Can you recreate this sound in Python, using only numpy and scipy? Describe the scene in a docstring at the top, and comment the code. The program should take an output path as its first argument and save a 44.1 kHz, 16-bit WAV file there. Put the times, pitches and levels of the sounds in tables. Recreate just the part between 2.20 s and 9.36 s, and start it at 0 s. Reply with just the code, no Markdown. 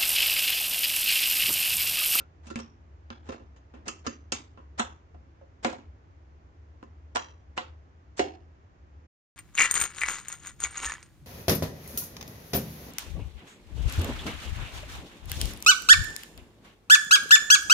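"""A plastic lunch box is closed on a kitchen counter: lid set on and pressed home, then side latches snapped shut.
Each blow sums crowded wall modes, clear modes and rattle, coloured by hardness and place of contact.
Short rasps of shaped noise swell into some of the blows.
The tiled kitchen is a short noise tail, over motor hum and air noise; two phone ports pick it up close by.
"""
import sys
import numpy as np
from scipy import signal
from scipy.fft import rfft, irfft
from scipy.io import wavfile

SR = 44100
rng = np.random.default_rng(int(sys.argv[2]) if len(sys.argv) > 2 else 0)


def to_wav(s):
    """Save 16-bit WAV."""
    ch = np.atleast_2d(s).T  # columns
    pcm = np.round(np.clip(ch, -1, 1) * 32767)  # PCM
    wavfile.write(sys.argv[1], SR, pcm.astype(np.int16))


N = 315756
RING_S = np.arange(2 ** 14) / SR  # time since a blow
BANDS_HZ = 125 * 2 ** (np.arange(20) / 3)
TREBLE_HZ, HOLLOW_HZ = 1494, 344  # hardness acts above the first, boom below the second
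AIR_DB = -62.5  # air rms above 130 Hz
STOP_S, TOP_HZ = 6.87, 9600

# Soft kitchen air noise: freq_hz, density_db (relative, per Hz)
AIR_COLOUR = [(15, -20.5), (36, -9), (48, -14.5), (62, -0.5), (97, 3), (122, -15), (200, -15.5),
              (310, -11.5), (480, -17.5), (1000, -20), (1900, -26.5), (3900, -39.5), (6600, -41.5),
              (7500, -49), (9000, -80.5)]
# Steady motor tones: freq_hz, rms_db
MOTOR_TONES = [(75.4, -61.5), (129.2, -71.5), (159, -73)]
# Radiation of the plastic walls: freq_hz, gain_db
WALL_RADIATION = [(110, -4.5), (180, -13.5), (240, 1.5), (420, -1), (550, -12.5), (680, -3.5), (1050, 1.5),
                  (1900, -3), (3100, -0.5), (4200, -1.5), (6800, 1.5), (8000, -4), (9300, -30.5)]
# Modes of the lid on its rim: freq_hz, level_db, t60_s, port_phase_rad
LID_MODES = [(232, 1.5, 0.17, 0.43), (268, -6, .13, 2.6), (322, -9.5, .08, .45), (360, -6.5, .08, 1.7),
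             (520, -5.5, 0.15, 1.8), (544, -2.5, 0.15, 2.1), (713, -9.5, .15, 2), (1034, -7.5, .1, .7),
             (1110, -7.5, .09, 2.7), (1219, -7, .08, 2.7), (1360, -6.5, 0.13, 2), (1570, -13.5, .08, 2.5),
             (1740, -12.5, .12, 5.9), (2680, -6, 0.16, 5.9), (2730, -13.5, .1, 1), (3000, -10.5, .1, 4.5),
             (4260, -15.5, 0.15, 2.7), (4726, -13, 0.11, 5), (4985, -13, 0.13, 1.1), (5572, -12.5, 0.11, 3),
             (6380, -13.5, .19, 1), (6640, -8, .14, 1.6), (6860, -9.5, 0.12, 1.5), (7340, -16.5, .17, 1.5)]
# Modes of the closed box, rung through its latches: freq_hz, level_db, t60_s, port_phase_rad
BOX_MODES = [(233.8, 1.5, 0.12, 0.57), (265.5, -9, 0.17, 1.1), (328.5, -4, 0.17, 0.69),
             (395.3, -10.5, 0.28, 3.3), (514, -6, 0.25, 1.3), (532, -5.5, .22, 2.44), (555, -6, 0.16, 5),
             (635, -16.5, 0.05, 1.9), (726, -1, 0.12, 2.06), (859, -9.5, 0.065, 1.6),
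             (998, -6.5, 0.086, .68), (1141, -8.5, 0.13, 3.57), (1420, -6.5, .1, 1.5),
             (1544, -5.5, .1, 3.1), (1546, -18.5, 0.065, 1.2), (1674, -9.5, 0.088, 1.8),
             (2040, -4.5, 0.1, 2.6), (2580, -16, 0.07, 2.8), (2880, -11, .12, 5.2), (3320, -19.5, .14, 2.4),
             (3730, -14.5, 0.084, 4), (4050, -6.5, 0.14, 2.2), (5442, -17.5, 0.11, 1.6),
             (6860, -9.5, 0.19, 0.94), (7640, -10, .15, 0.85)]
# Lid nudged, dropped, bouncing, touched by a hand, pressed home in jerks, grip shifted:
# start_s, strength_db, hardness_db_per_octave, boom_db, wall_t60_s (at 1 kHz), rattle_db, crack_db,
# boom_lean_right_db, spots [(freq_hz, lift_db, width_octaves)]
LID_BLOWS = [(0.003, -62, -5.5, -3.5, 0.093, -10, -5, 0.45, [(1393, 11.5, 0.12)]),
             (0.268, -67, 2.5, 10.5, 0.1, -12, -13, 0, [(2570, 9, 0.074)]),
             (0.301, -56, -2.5, 3, 0.073, -8, -9, -0.21, [(1400, 15, 0.078)]),
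             (0.309, -62, -2.5, 2, 0.026, -12, -13, 0, [(346, 16.5, .3)]),
             (0.3578, -54.5, 0, 10.5, 0.045, -11, 1, -1.4, [(229.5, 11.5, 0.045), (545, 4, 0.23),
             (1480, 6.5, 0.3), (2400, 9.5, 0.24)]),
             (0.3755, -56, -6, 4.5, 0.03, -22, -7, -1, [(227, 9, 0.088), (550, 4, 0.1), (390, 7, 0.17)]),
             (0.390, -53.5, -4, 2.5, 0.03, -12, -3, -1, [(1180, 11.5, 0.098)]),
             (0.3996, -59.5, -2, -2, 0.025, -6, 0, 0, [(2700, 2, 0.12), (5540, 13.5, 0.061)]),
             (0.903, -54.5, -3, 5.5, 0.021, -6, -2, -0.61, [(219, 1.5, 0.13), (1350, 5.5, 0.32),
             (3200, 3.5, 0.27), (8100, -12.5, 0.24)]),
             (1.089, -49, -6.5, 3.5, 0.059, -1.5, -8, 0.11, [(547, 8.5, 0.26)]),
             (1.121, -50, -7, -8.5, 0.15, -15, -13, 0, [(2500, 0.5, 0.29)]),
             (1.196, -62, -11.5, -0.5, 0.24, -31, -14, 0.21, [(460, 5.5, 0.54)]),
             (1.361, -67, -5.5, -9, 0.17, -11, -16, 0, [(6470, 5.5, 0.11)]),
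             (1.538, -56, -10.5, 1.5, 0.45, -20, -7, -0.3, [(2560, 2.5, 0.52)]),
             (1.6715, -58.5, -16, 5.5, 0.054, -24, 1, -0.28, [(300, 4, 0.86)]),
             (1.6785, -57.5, 2.5, 4.5, 0.035, -24, -9, 0, [(2680, -7, 0.085)]),
             (1.6816, -51.5, 3.5, 1.5, 0.034, -10.5, -2, 0.45, [(1240, 6.5, 0.13), (2780, 4, 0.12),
             (3720, -19, 0.11)]), (1.685, -51.5, 2, 2.5, 0.025, -12, -6.5, 0, [(1240, 8.5, 0.12),
             (2870, 4, 0.078), (3720, -12, .06)]),
             (1.8655, -48.5, 1, 2.5, 0.055, -26, -6.5, 0, [(489, 5.5, 0.21), (1270, 11.5, 0.18),
             (1770, 7, 0.086), (8700, -16, 0.095)]),
             (1.8715, -52, 2, 8.5, 0.034, -11.5, 7, 0.084, [(275, 4.5, 0.12), (430, 5.5, 0.23),
             (1400, 8.5, 0.24), (8700, -19, 0.15)]),
             (2.12, -43, 2, -4.5, 0.03, -13.5, -8, -1, [(3200, 3.5, 0.2), (650, -1, .4),
             (3900, -6.5, .05)]), (2.1235, -49, 3, -8, 0.016, -13.5, -4, 0, [(5986, 4, .3)]),
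             (2.375, -58.5, -11.5, -3.5, 0.37, -9.5, -1.5, 0.2, [(1100, 6, 0.36)]),
             (2.944, -66, -12.5, 9, 0.072, -21, -4, 0, [(696, 13.5, 0.21)]),
             (3.213, -65, -16.5, -6, 0.2, -16, 2, 0, [(560, 14, 0.28)]),
             (4.628, -57, -10.5, 3.5, 0.02, -28.5, 3, -0.9, [(1100, 5.5, .4)]),
             (4.637, -68, -5.5, 5, 0.017, -34, 1.5, 0, [(240, 3, .3)])]
# Left latch over the rim and shut, box rocking and settling, right latch over the rim and shut:
# start_s, strength_db, hardness_db_per_octave, boom_db, wall_t60_s (at 1 kHz), rattle_db, crack_db,
# boom_lean_right_db, spots [(freq_hz, lift_db, width_octaves)]
LATCH_BLOWS = [(2.5945, -42.5, 1.5, -7.5, 0.05, -10, -10.5, -3.5, [(217, 12, 0.13), (700, 4, 0.24),
               (1240, 10, 0.53), (3270, 3.5, 0.2), (4790, -22, .08)]),
               (2.6015, -45.5, -2.5, -4.5, 0.04, -21, 7, 0.5, [(855, 5.5, 0.25), (3100, 6.5, 0.38),
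               (4800, -14, .08)]), (3.447, -35, -4, -7.5, 0.03, -11.5, -2, -1, [(265, 8.5, 0.29),
               (545, 6.5, 0.13), (730, 5, 0.13), (2100, 4, 0.44)]),
               (3.464, -45, -4, -11.5, 0.084, -15, -14.5, 15, [(380, 3.5, 0.41), (780, 5, 0.19)]),
               (3.4985, -52.5, -4, -5.5, 0.04, -9, 0, 0.5, [(605, 5.5, 0.4)]),
               (3.527, -56.5, -2.5, 0.5, 0.054, -10, -6, -1, [(695, 11.5, 0.41)]),
               (3.583, -62.5, -8, 8, 0.04, -4.5, -13, -2, [(397, 1, 0.4)]),
               (4.9572, -39.5, -3, -16, 0.068, -36.5, -1.5, -4, [(357, 4.5, 0.094), (634, 6, 0.2),
               (1150, 5.5, 0.76)]), (4.9605, -41.5, -2, -12, 0.012, -14.5, 4, -0.5, [(1050, 8.5, 0.23),
               (1800, 1.5, 0.12)]), (4.9695, -53, 1, -7, 0.035, -3, 11, -5, [(2560, 9, 0.59)]),
               (5.3773, -39.5, -5.5, -16, 0.034, -14.5, -1.5, 7, [(845, 4.5, 0.42), (2700, 8.5, 0.48)]),
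               (5.9935, -37.5, -3, -6, 0.032, -7, -8, -1.5, [(345, 11, 0.33), (520, 5, 0.33),
               (750, 12, 0.17), (1300, -1, .3), (2600, 4.5, 0.47)])]
# Short rasp swelling before a blow: end_s, level_db, length_s, hardness_db_per_octave
RASPS = [(0.295, -52, 0.072, -1.5), (0.406, -54, 0.028, 5), (1.086, -52, .05, -3), (1.146, -43, 0.028, -10),
         (1.674, -40.5, 0.021, -2.5), (1.862, -44, 0.023, -3.5), (2.592, -35, 0.016, 1),
         (3.442, -41, .016, 0.5), (4.955, -36, .006, 4), (5.373, -43, 0.0097, -0.5),
         (5.992, -44.5, 0.027, 5)]
# Right port relative to left: freq_hz, gain_db
PORT_TILT = [(80, -0.9), (240, 4.5), (550, 1.5), (2000, .5), (4300, 1), (7500, 4)]


def undb(db):
    """Decibels to amplitude."""
    return 10 ** (np.asarray(db) / 20)


def unit(x):
    """Scale to a mean energy of one per channel."""
    return x / np.sqrt(np.mean(np.sum(x ** 2, axis=-1)))


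def on_log(hz, points):
    """Interpolate (freq_hz, level_db) points on a log-frequency axis."""
    point_hz, point_db = np.transpose(points)
    return np.interp(np.log(np.maximum(hz, 1)), np.log(point_hz), point_db)


def port_noise(size, lag_s=0.00039, blur_hz=1500):
    """Two-port noise spectrum: alike in the bass, opposed near 1 kHz, unrelated in the treble."""
    hz = np.fft.rfftfreq(size, 1 / SR)
    likeness = np.cos(2 * np.pi * hz * lag_s) * np.exp(-(hz / blur_hz) ** 2)
    mid, side = rfft(rng.standard_normal((2, size)))
    mid = mid * np.sqrt(1 + likeness)
    side = side * np.sqrt(1 - likeness)
    return hz, np.array([mid + side, mid - side])


def shaped_noise(size, points):
    """Two-port noise of a given colour, rms one."""
    hz, spectrum = port_noise(size)
    return unit(irfft(spectrum * undb(on_log(hz, points)), size)) * np.sqrt(size)


def hum(drone_hz=74, width_hz=12, drone_db=-53):
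    """Motor drone as noise in a low room resonance, plus faint steady tones and air noise."""
    hz, spectrum = port_noise(N)
    resonance = 1 / (1 + ((hz - drone_hz) / width_hz) ** 4)
    drone = unit(irfft(spectrum * resonance, N)) * np.sqrt(N)
    t_s = np.arange(N) / SR
    tones = 0
    for tone_hz, rms_db in MOTOR_TONES:
        phase = 2 * np.pi * (tone_hz * t_s + rng.random())
        tones = tones + undb(rms_db) * np.sqrt(2) * np.sin(phase)
    air = shaped_noise(N, AIR_COLOUR)
    above_drone = signal.sosfilt(signal.butter(4, 130, "high", fs=SR, output="sos"), air)
    return undb(drone_db) * drone + tones + undb(AIR_DB) * air / np.std(above_drone)


def wobble(steps):
    """Random wander of spread near one: straight lines between new values at whole steps."""
    return np.interp(steps, np.arange(500), rng.standard_normal(500))


def decay(t60_s, rise_s):
    """Power that builds up and dies away; sums to one."""
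    amplitude = (1 - np.exp(-RING_S / rise_s)) * np.exp(-np.log(1000) * RING_S / t60_s)
    power = amplitude ** 2
    return power / power.sum()


def coloured(x, db):
    """Causal minimum-phase filter with a given gain per frequency; its peaks ring on."""
    cepstrum = irfft(np.log(undb(db)))
    half = len(cepstrum) // 2
    cepstrum[1:half] *= 2
    cepstrum[half + 1:] = 0
    return irfft(rfft(x) * np.exp(rfft(cepstrum)))


def add(track, start_s, x):
    """Mix x into the track."""
    i = max(int(start_s * SR), 0)
    track[:, i:i + x.shape[1]] += x[:, :N - i]


def dense_ring(t60_s, contact_db, room_db, contact_t60_s=0.0041, room_t60_s=0.35, damping=0.26,
               rise_cycles=0.49, patchy_db=4.5, room_patchy_db=1.0, patch_hz=220,
               flutter_db=2.0, flutter_s=0.0051, room_top_hz=7800, linger_db=5.0, linger_hz=75):
    """Crowded modes as third-octave noise: contact, ringing walls, then the tiled kitchen."""
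    hz, spectrum = port_noise(len(RING_S))
    patches = wobble(hz / patch_hz)  # each spot reaches some groups of modes and misses others
    lingering = np.minimum(wobble(hz / linger_hz), .5)  # narrow groups are weak in the tail
    near_db = patchy_db * patches
    far_db = room_patchy_db * np.minimum(patches, 1) + linger_db * lingering
    spectra = np.array([spectrum * undb(near_db), spectrum * undb(far_db)])
    out = 0
    for centre_hz in BANDS_HZ:
        thirds = 3 * np.log2(np.maximum(hz, 1) / centre_hz)
        band_gain = np.cos(np.pi / 2 * np.clip(thirds, -1, 1)) ** 2
        near, far = irfft(spectra * band_gain)
        slow = 1000 / centre_hz  # low modes build up later and last longer
        rise_s = rise_cycles / centre_hz
        contact = undb(contact_db) ** 2 * decay(contact_t60_s * np.sqrt(slow), 0.00019 + rise_s)
        walls = decay(t60_s * slow ** damping, 0.002 + rise_s)
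        room = undb(room_db) ** 2 * decay(room_t60_s * slow ** damping, 0.00092)
        room = room / (1 + (centre_hz / room_top_hz) ** 16)  # highest treble is soaked up
        power = contact + walls + room + 1e-30
        room_share = room / power
        band = unit(near) * (1 - room_share) + unit(far) * room_share
        uneven = undb(flutter_db * wobble(RING_S / flutter_s))
        out = out + unit(band * uneven * np.sqrt(power)) * undb(on_log(centre_hz, WALL_RADIATION))
    return out


def clear_modes(modes, spot_db=1.0, detune=0.0039, rise_s=0.0023):
    """Decaying sines of lid or box; grip and struck spot change each a little."""
    out = 0
    draws = rng.standard_normal((len(modes), 3))
    for (hz, level_db, t60_s, port_phase_rad), (size, shift, sign) in zip(modes, draws):
        phase = 2 * np.pi * hz * (1 + detune * shift) * RING_S + np.array([[0], [port_phase_rad]])
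        envelope = np.exp(-np.log(1000) * RING_S / t60_s) * (1 - np.exp(-RING_S / rise_s))
        mode = np.sin(phase) * envelope
        out = out + np.sign(sign) * unit(mode) * undb(level_db + spot_db * size)
    return out


def rattle(ticks_per_s=420, t60_s=0.32, tick_t60_s=0.018, scatter_db=4, low_hz=500, high_hz=7500,
           patchy_db=5, patch_hz=170):
    """Loose plastic parts tick at random as a blow dies away, in narrow resonances."""
    hits = rng.random(len(RING_S)) < ticks_per_s / SR
    touches = hits * undb(scatter_db * np.clip(rng.standard_normal(len(RING_S)), -2, 2))
    touches = touches * np.sqrt(decay(t60_s, 0.003))
    hz, spectrum = port_noise(len(RING_S))
    tick = irfft(spectrum) * np.sqrt(decay(tick_t60_s, .0001))
    thin = hz ** 2 / (hz ** 2 + low_hz ** 2) / np.sqrt(np.maximum(hz, low_hz))  # small parts lack bass
    soft = 1 / (1 + (hz / high_hz) ** 12)  # plastic soaks up the highest treble
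    ticks = irfft(rfft(touches) * rfft(tick) * thin * soft)
    resonance_db = patchy_db * np.minimum(wobble(hz / patch_hz), 1)
    return unit(coloured(ticks, on_log(hz, WALL_RADIATION) + resonance_db))


def blow_colour(hz, strength_db, hardness, boom_db, spots):
    """Spectrum in dB: hard edges reach the treble, flat pushes pump the hollow, spots lift or cut."""
    treble_octaves = np.log2(np.hypot(1, hz / TREBLE_HZ))
    hollow = 1 / (1 + np.square(hz / HOLLOW_HZ) ** 2)
    lift_db = 0
    for centre_hz, peak_db, width_octaves in spots:
        octaves = np.log2(np.maximum(hz, 1) / centre_hz)
        lift_db = lift_db + peak_db * np.exp(-.5 * (octaves / width_octaves) ** 2)
    return strength_db + hardness * treble_octaves + boom_db * hollow + lift_db


def knocks(blows, modes, wall_db, ring_db, room_db):
    """Each blow rings walls and clear modes and shakes loose parts, filtered by its contact."""
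    out = np.zeros((2, N))
    hz = np.fft.rfftfreq(len(RING_S), 1 / SR)
    for start_s, strength_db, hardness, boom_db, t60_s, rattle_db, crack_db, lean_db, spots in blows:
        walls = undb(wall_db) * dense_ring(t60_s, crack_db, room_db)
        wall_size = np.sqrt(np.sum(walls ** 2) / 2)
        loose = undb(rattle_db) * wall_size * rattle()
        sound = walls + loose + undb(ring_db) * clear_modes(modes)
        ports = []
        for port, side in zip(sound, (-1, 1)):
            port_boom_db = boom_db + side * lean_db / 2
            colour_db = blow_colour(hz, strength_db, hardness, port_boom_db, spots)
            ports.append(coloured(port, colour_db))
        add(out, start_s, np.array(ports) * np.sqrt(.03 * SR))  # strength refers to rms over 30 ms
    return out


def rasps(grit_db=3.5, grit_s=0.0007, swell=1.0, release_s=0.0031):
    """A brief gritty rush of noise swells, then dies fast as the blow begins."""
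    out = np.zeros((2, N))
    hz = np.fft.rfftfreq(len(RING_S), 1 / SR)
    rush_colour = [(100, -21.5), (250, -3.5), (1000, -1.0), (3000, -12), (7500, -16), (10000, -41)]
    for end_s, level_db, length_s, hardness in RASPS:
        attack = np.minimum(RING_S / length_s, 1) ** swell
        release = np.exp(-np.maximum(RING_S - length_s, 0) / release_s)
        rush = shaped_noise(len(RING_S), rush_colour)
        grit = undb(grit_db * wobble(RING_S / grit_s))
        colour_db = blow_colour(hz, level_db, hardness, 0, [])
        add(out, end_s - length_s, coloured(rush * grit * attack * release, colour_db))
    return out


def scene():
    """Lid set on and latches shut over the kitchen hum."""
    background = hum()
    lid = knocks(LID_BLOWS, LID_MODES, wall_db=-3.0, ring_db=0.5, room_db=-5.5)
    swells = rasps()
    latches = knocks(LATCH_BLOWS, BOX_MODES, wall_db=-3.5, ring_db=0.0, room_db=-4.5)
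    return background + lid + swells + latches


def record(dry):
    """Ports differ a little in colour; the phone cuts the top and falls silent just before the end."""
    tilt_db = on_log(np.fft.rfftfreq(N, 1 / SR), PORT_TILT)
    ports = irfft(rfft(dry) * undb(np.array([-tilt_db, tilt_db]) / 2), N)
    running = np.clip((STOP_S - np.arange(N) / SR) / .01, 0, 1)  # 10 ms fade
    top_cut = signal.ellip(10, .2, 80, TOP_HZ, fs=SR, output="sos")
    return signal.sosfilt(top_cut, ports * running)


dry = scene()
out = record(dry)
to_wav(out)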